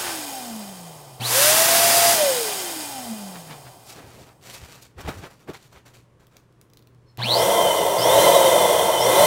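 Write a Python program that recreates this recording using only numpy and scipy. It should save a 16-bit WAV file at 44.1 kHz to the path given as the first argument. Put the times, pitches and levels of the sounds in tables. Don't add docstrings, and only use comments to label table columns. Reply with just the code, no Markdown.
import sys
import numpy as np
from scipy import signal
from scipy.fft import rfft, irfft, next_fast_len
from scipy.io import wavfile
from scipy.ndimage import map_coordinates

SR = 44100
rng = np.random.default_rng(int(sys.argv[2]) if len(sys.argv) > 2 else 0)


def transcribe(signal):
    frames = np.atleast_2d(signal).T
    limited = np.clip(frames, -1, 1)
    pcm = np.round(limited * 32767).astype(np.int16)
    wavfile.write(sys.argv[1], SR, pcm)


N = 408366
MAINS_HZ = 60
RATED_SPEED = 690

# on t/s, off t/s, pull at standstill/(turns/s^2), commutator whine level/dB
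PRESSES = [(1.194, 2.129, 7093, -34), (7.177, 7.437, 4087, -24.5), (7.977, 8.217, 3739, -21),
           (8.995, 9.3, 3500, -22)]
# from t/s, air drag at the reference speed/(turns/s^2)
LOADS = [(0, 586), (1.185, 557), (2.95, 726), (6, 114.7)]
NECK_S = LOADS[-1][0]
# f/Hz, width/Hz, lift when open/dB, lift when choked/dB
HOUSING = [(2044, 260, 5.5, 13.5), (2465, 81, 4.5, 11), (3120, 240, 8, 17.5), (3540, 180, 2.5, 7),
           (5160, 260, 3.5, -2.5), (5690, 160, 0.5, 4.5), (6670, 250, 6.5, -5.5), (8300, 380, 7.5, 3.5),
           (9250, 250, 4, 1), (10200, 500, 5.5, 2), (10970, 300, 3.5, -2), (14300, 1100, 4.5, 1.5)]
# shaft speed/(turns/s), level/dB
VENT_LEVEL = [(20, -89), (130, -50.5), (300, -33), (500, -23.5), (690, -22)]
# shaft speed/(turns/s), level/dB
ROAR_LEVEL = [(20, -90), (200, -46), (300, -26), (400, -20.5), (480, -17.5), (600, -14)]
# f/Hz, relative density level/dB
FAN_SPECTRUM = [(50, -32), (150, -11), (350, -6.5), (580, -2.5), (740, 2.5), (950, -3.5), (1200, -8.5),
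                (1500, -23), (2500, -42.5)]
# f/Hz, relative density level/dB
SCRAPE_SPECTRUM = [(300, -17), (800, 2), (1600, 0), (3500, -6.5), (8000, -18.5), (15800, -33)]


def amp(db):
    return 10 ** (np.asarray(db) / 20)


def unit(x):
    return x / np.sqrt(np.mean(x ** 2) + 1e-20)


def clock():
    return np.arange(N) / SR


def along(points, x):
    knots, values = np.transpose(points)
    return np.interp(np.log(x + 1), np.log(knots + 1), values)


def wobble(rate):
    knots = rng.standard_normal(int(N * rate / SR) + 4)
    return map_coordinates(knots, [clock() * rate])


def filtered(x, response):
    size = next_fast_len(N + SR // 2)
    hz = np.fft.rfftfreq(size, 1 / SR)
    return irfft(rfft(x, size) * response(hz), size)[:N]


def rush(spectrum, peaks=(), grain_db=0, ripple_db=0):
    source = rng.standard_normal(N) * amp(grain_db * wobble(700))
    modes = rng.standard_normal(SR // 140)
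    mode_hz = np.linspace(0, SR / 2, len(modes))

    def response(hz):
        lift = sum(db / (1 + (2 * (hz - centre) / width) ** 2) for centre, width, db in peaks)
        ripple = ripple_db * np.interp(hz, mode_hz, modes)
        return amp(along(spectrum, hz) + lift + ripple)

    return unit(filtered(source, response))


def flow(speed, levels):
    return amp(along(levels, speed))


def held(on, off, rise, fall):
    t = clock()
    return np.clip((t - on) / rise, 0, 1) * np.exp(-np.maximum(t - off, 0) / fall)


def switch(on, off, fall):
    return held(on, off, rise=0.017, fall=fall)


def shaft_speed():
    start_speed, pull_fade_speed = 376, 377.6
    friction, reference_speed = 80.7, 500
    step = .002
    times = np.arange(0, N / SR + step, step)
    pulls = np.zeros(len(times))
    for on, off, pull, _ in PRESSES:
        pulls += pull * np.clip((times - on) / step, 0, 1) * np.clip((off - times) / step, 0, 1)
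    starts, load_drags = np.transpose(LOADS)
    drags = load_drags[np.searchsorted(starts, times, "right") - 1]
    speed, speeds = start_speed, []
    for pull, drag in zip(pulls, drags):
        speeds.append(speed)
        drive = pull * np.exp(-speed / pull_fade_speed)
        braking = friction + drag * (speed / reference_speed) ** 2
        speed = max(speed + step * (drive - braking), 1)
    return np.interp(clock(), times, speeds)


def line(turn, order, rough):
    tone = np.sin(order * turn + rough * wobble(150))
    return tone * amp(5.6 * rough * wobble(90))


def slack():
    return np.interp(clock(), PRESSES[0][:2], [1, 0], left=0, right=0)


def unbalance(speed, turn):
    # f/Hz, level before the slackness cut/dB
    shaft_gain = [(90, -87), (130, -51.5), (180, -42.5), (203, -39), (222, -31.5), (240, -41), (268, -47.5),
                  (305, -41), (370, -42), (440, -34), (485, -29.5), (520, -22.5), (600, -17.5),
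                  (660, -23.5), (688, -21)]
    level_db = along(shaft_gain, speed) - 6.5 * slack() + 2.2 * wobble(18)
    shaft = amp(level_db) * line(turn, order=1, rough=0.11)
    resonance = 1 / (1 + ((3 * speed - 775) / 65) ** 2)
    chamber = amp(-37.5) * resonance * line(turn, order=3, rough=.1)
    return shaft + chamber


def blade_note(speed, turn):
    # f/Hz, gain/dB
    blade_gain = [(2400, -20), (2800, -12), (3050, 4), (3300, -4.5), (3600, -3), (4050, -7), (4220, 0.5),
                  (4600, -15.5), (4800, 7.5), (5200, -15.5)]
    filling = amp(-16.0 - 12 * slack()) * switch(*PRESSES[0][:2], fall=0.13)
    choked = amp(-16.0) * flow(speed, ROAR_LEVEL)
    push = np.where(clock() < NECK_S, filling * flow(speed, VENT_LEVEL), choked)
    gain = amp(along(blade_gain, 7 * speed) + 2.5 * wobble(28))
    return gain * push * line(turn, order=7, rough=0.38)


def commutator_whine(speed, turn, mains):
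    # f/Hz, gain/dB
    frame_gain = [(600, -9), (2000, -12), (2850, -3), (3300, -3), (3800, 3.5), (4150, 10), (4500, 0.5),
                  (5000, -8), (5650, -8), (6200, -25), (9000, -28.5)]
    bars = np.zeros(N)
    for order, db in [(11, -14), (12, 0), (13, -14), (24, -8)]:
        band = wobble(450) * np.sin(order * turn) + wobble(450) * np.cos(order * turn)
        chatter = .7 * line(turn, order, rough=.6) + .33 * band
        bars += amp(db + along(frame_gain, order * speed)) * chatter
    press_gain = sum(amp(db) * switch(on, off, fall=0.017) for on, off, _, db in PRESSES)
    return bars * (1 + .5 * mains) * press_gain


def motor(speed):
    turn = 2 * np.pi * np.cumsum(speed * (1 + .002 * wobble(40))) / SR
    mains = np.sin(2 * np.pi * 2 * MAINS_HZ * clock())
    orders = unbalance(speed, turn) + blade_note(speed, turn) + commutator_whine(speed, turn, mains)
    pressed = sum(switch(on, off, fall=0.022) for on, off, _, _ in PRESSES)
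    current = pressed * amp(-18 * (speed / RATED_SPEED) ** 2)
    hum = amp(-30.5) * current * mains
    brush_peaks = [(3100, 400, 8.6), (4100, 600, 11)]  # f/Hz, width/Hz, lift/dB
    brushes = amp(-37.5) * current * rush(SCRAPE_SPECTRUM, brush_peaks, grain_db=1)
    rattle = amp(-36.0) * current * rush(FAN_SPECTRUM, grain_db=2)
    return np.sqrt(2) * (orders + hum) + brushes + rattle


def open_air(speed):
    # f/Hz, relative density level/dB
    jet_spectrum = [(530, -38), (900, -4), (1120, -2), (1560, -2), (2580, -4), (4940, -3), (10300, -2.5),
                    (15800, -7)]
    # f/Hz, relative density level/dB
    vent_spectrum = [(700, -39), (1100, -9), (1450, -3.5), (1900, -2.5), (2800, -3.5), (4000, -1.5),
                     (6000, -1.5), (11000, -4.5), (12300, -6), (15800, -7)]
    # shaft speed/(turns/s), level/dB
    jet_level = [(130, -49), (300, -32.5), (500, -18), (580, -14.5), (690, -16)]
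    # shaft speed/(turns/s), level/dB
    fan_level = [(10, -85), (60, -63), (135, -48), (300, -39.5), (690, -27.5)]
    on, off, _, _ = PRESSES[0]
    drive = switch(on, off, fall=0.031)
    peaks = [(hz, width, db) for hz, width, db, _ in HOUSING]
    vent = flow(speed, VENT_LEVEL) * rush(vent_spectrum, peaks, grain_db=1.0, ripple_db=2.5)
    jet = flow(speed, jet_level) * rush(jet_spectrum, grain_db=0.5, ripple_db=1.5)
    fan = flow(speed, fan_level) * rush(FAN_SPECTRUM)
    stream = np.sqrt(drive) * jet + np.sqrt(1 - drive) * vent
    return (clock() < NECK_S) * (stream * amp(.3 * wobble(30)) + fan)


def choked_air(speed):
    # f/Hz, relative density level/dB
    roar_spectrum = [(30, -62), (70, -22.5), (130, -22), (190, -16.5), (260, -29.5), (310, -14),
                     (410, -10.5), (540, -2.5), (690, -0.5), (805, -17), (865, -4.5), (980, -6),
                     (1080, -9.5), (1180, -27), (2000, -52.5)]
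    # f/Hz, relative density level/dB
    neck_spectrum = [(700, -35), (1300, 8.5), (1700, -0.5), (2350, -5.5), (2750, -3.5), (3600, 1.5),
                     (4600, -1.5), (5700, 3.5), (6900, 0.5), (8400, 2), (11000, 2.5), (12500, -3),
                     (15800, -0.5)]
    # shaft speed/(turns/s), level/dB
    neck_level = [(20, -85), (400, -28), (600, -18.5)]
    flutter = wobble(130)
    churn = unit(rush(roar_spectrum, grain_db=0.5) * amp(0.47 * flutter))
    peaks = [(hz, width, db) for hz, width, _, db in HOUSING]
    hiss = rush(neck_spectrum, peaks, grain_db=0.5, ripple_db=2.5)
    neck = unit(hiss * amp(0.35 * flutter))
    return (clock() > NECK_S) * (flow(speed, ROAR_LEVEL) * churn + flow(speed, neck_level) * neck)


def foil():
    # t/s, length/s, skin level/dB, crinkle level/dB (before clumping)
    rubs = [(3.866, .06, -50, -48), (3.952, 0.045, -49.5, -55), (4.048, 0.106, -55, -55),
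            (4.153, .08, -59, -56), (4.25, 0.052, -55, -66), (4.407, 0.16, -48.5, -45.5),
            (4.583, .2, -51.5, -51.5), (4.822, .03, -59, -59), (4.978, 0.034, -46, -49.5),
            (5.07, 0.026, -34.5, -46), (5.12, 0.099, -53, -53.5), (5.228, 0.026, -44, -55.5),
            (5.296, .05, -61.5, -60), (5.39, .03, -63, -65), (5.473, .025, -45, -64),
            (5.53, 0.016, -54, -49.5), (5.6, 0.07, -66, -60.5), (5.714, 0.051, -57.5, -60.5),
            (5.849, 0.035, -54.5, -56), (5.933, 0.039, -60, -57), (6.194, 0.022, -59.5, -65.5),
            (6.3, 0.086, -61.5, -69)]
    # f/Hz, relative density level/dB
    skin_spectrum = [(60, -10), (150, 3.5), (255, -3), (340, -2), (520, 0), (950, -3.5), (1400, -3.5),
                     (2300, -11), (4000, -29.5)]
    # f/Hz, relative density level/dB
    crinkle_spectrum = [(1180, -14.5), (2000, -3), (2380, 0.5), (7770, -4.5), (11700, -12), (15000, -10),
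                        (15800, -19)]
    # centre t/s, half length/s, level before clumping/dB
    slides = [(3.899, .035, -45.5), (4.539, .02, -44.5), (4.828, 0.011, -49.5)]
    # f/Hz, relative density level/dB
    swish_spectrum = [(1000, -28.5), (4000, 2), (10000, -1.5), (15800, -7)]
    # f/Hz, width/Hz, lift/dB
    squeak_peaks = [(4300, 350, 25), (5280, 180, 29)]
    skin, crinkle = np.zeros(N), np.zeros(N)
    for s, length, skin_db, crinkle_db in rubs:
        stroke = held(s, s + length, rise=0.35 * length, fall=0.033)
        skin += amp(skin_db) * stroke
        crinkle += amp(crinkle_db) * stroke
    clumps = amp(1.7 * wobble(70))
    rubbing = skin * rush(skin_spectrum, grain_db=1.5)
    buckles = crinkle * rush(crinkle_spectrum, grain_db=3.5, ripple_db=1.5)
    sliding = sum(amp(db) * np.exp(-((clock() - s) / length) ** 2) for s, length, db in slides)
    swish = sliding * rush(swish_spectrum, grain_db=-0.5)
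    slip = amp(-68.5 + 2 * wobble(60)) * held(7.055, 7.115, rise=.013, fall=.012)
    squeak = slip * rush(crinkle_spectrum, squeak_peaks)
    return clumps * (rubbing + buckles + swish) + squeak


def bumps():
    # t/s, swell/s, sway level/dB, drum level/dB, scrape level/dB
    knocks = [(.06, 0.089, -60, -52, -33), (3.36, .014, -63, -43, -41.5), (3.515, 0.021, -63, -41, -39),
              (3.67, 0.015, -63, -52, -48), (3.985, 0.031, -61.5, -48, -49), (4.05, 0.037, -51, -47, -58),
              (4.2, 0.045, -55, -48.5, -63), (4.63, .022, -44.5, -58, -52), (4.996, 0.0146, -37, -40, -45),
              (5.055, 0.016, -35, -44, -44), (5.088, 0.01, -27, -29.5, -35),
              (5.185, 0.021, -39, -45, -59.5), (5.245, 0.017, -53.5, -41, -42),
              (5.498, 0.013, -51, -30.5, -43), (5.55, .008, -58, -57, -41), (5.77, 0.022, -52.5, -55, -53)]
    # f/Hz, relative density level/dB
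    sway_spectrum = [(20, -20), (45, -4), (72, 14), (110, 5.5), (220, -39.5)]
    # f/Hz, relative density level/dB
    drum_spectrum = [(80, -13), (155, 6.5), (260, -0.5), (370, 4.5), (600, -1.5), (900, -10.5),
                     (2000, -38.5)]
    sway, drum = rush(sway_spectrum), rush(drum_spectrum)
    scrape = rush(SCRAPE_SPECTRUM, grain_db=2.5)
    out = np.zeros(N)
    for s, swell, sway_db, drum_db, scrape_db in knocks:
        contact = (1 + ((clock() - s) / swell) ** 2 / 2) ** -2.0
        out += contact * (amp(sway_db) * sway + amp(drum_db) * drum + amp(scrape_db) * scrape)
    return out


def snaps():
    # t/s, relative level/dB
    clicks = [(6.2687, -46), (6.3682, -37.5), (6.5254, -58), (6.6135, -41.5), (6.7004, -50.5),
              (6.7347, -42), (6.772, -40.5), (6.7922, -51), (6.8244, -51), (6.8723, -49), (6.9476, -57),
              (7.1735, -33)]
    # f/Hz, relative density level/dB
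    snap_spectrum = [(500, -8), (2000, 0), (4500, 3.5), (8000, -5), (15800, -2)]
    t = np.arange(SR // 10) / SR
    decay = amp(-60 * t / 0.0092) + amp(-24.5 - 60 * t / 0.12)
    out = np.zeros(N)
    for s, db in clicks:
        out[round(s * SR):][:len(t)] += amp(db - 1.5) * decay
    return out * rush(snap_spectrum, grain_db=-1.0)


def room(x):
    t = np.arange(SR // 3) / SR
    tail = rng.standard_normal(len(t)) * amp(-60 * t / 0.23) * (t > .005)
    echo = signal.fftconvolve(x, tail / np.linalg.norm(tail))[:N]
    return filtered(echo, lambda hz: hz / np.hypot(hz, 800))


def background():
    # f/Hz, relative density level/dB
    air_spectrum = [(20, -30.5), (45, -12.5), (80, -13), (150, -8.5), (200, -16.5), (425, -16.5),
                    (800, -29), (1040, -25), (1250, -30), (4500, -43.5), (9000, -48), (15800, -59)]
    hum = amp(-58 + 2.9 * wobble(3.7)) * np.sin(2 * np.pi * 2 * MAINS_HZ * clock())
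    return amp(-58.0) * rush(air_spectrum) + hum


def scene():
    speed = shaft_speed()
    tones = motor(speed)
    handling = foil() + bumps() + snaps()
    frame = amp(-7.0) * filtered(tones, lambda hz: 1 / (1 + ((hz - 4150) / 450) ** 2))
    echo = room(amp(-9) * handling + amp(-9.5) * tones + frame)
    mono = tones + open_air(speed) + choked_air(speed) + handling + echo + background()
    return np.array([mono, mono])


def record(dry):
    top_hz = 15850
    response = lambda hz: np.clip((top_hz - hz) / 200 + .5, 0, 1)
    return np.array([filtered(channel, response) for channel in dry])


dry = scene()
out = record(dry)
transcribe(out)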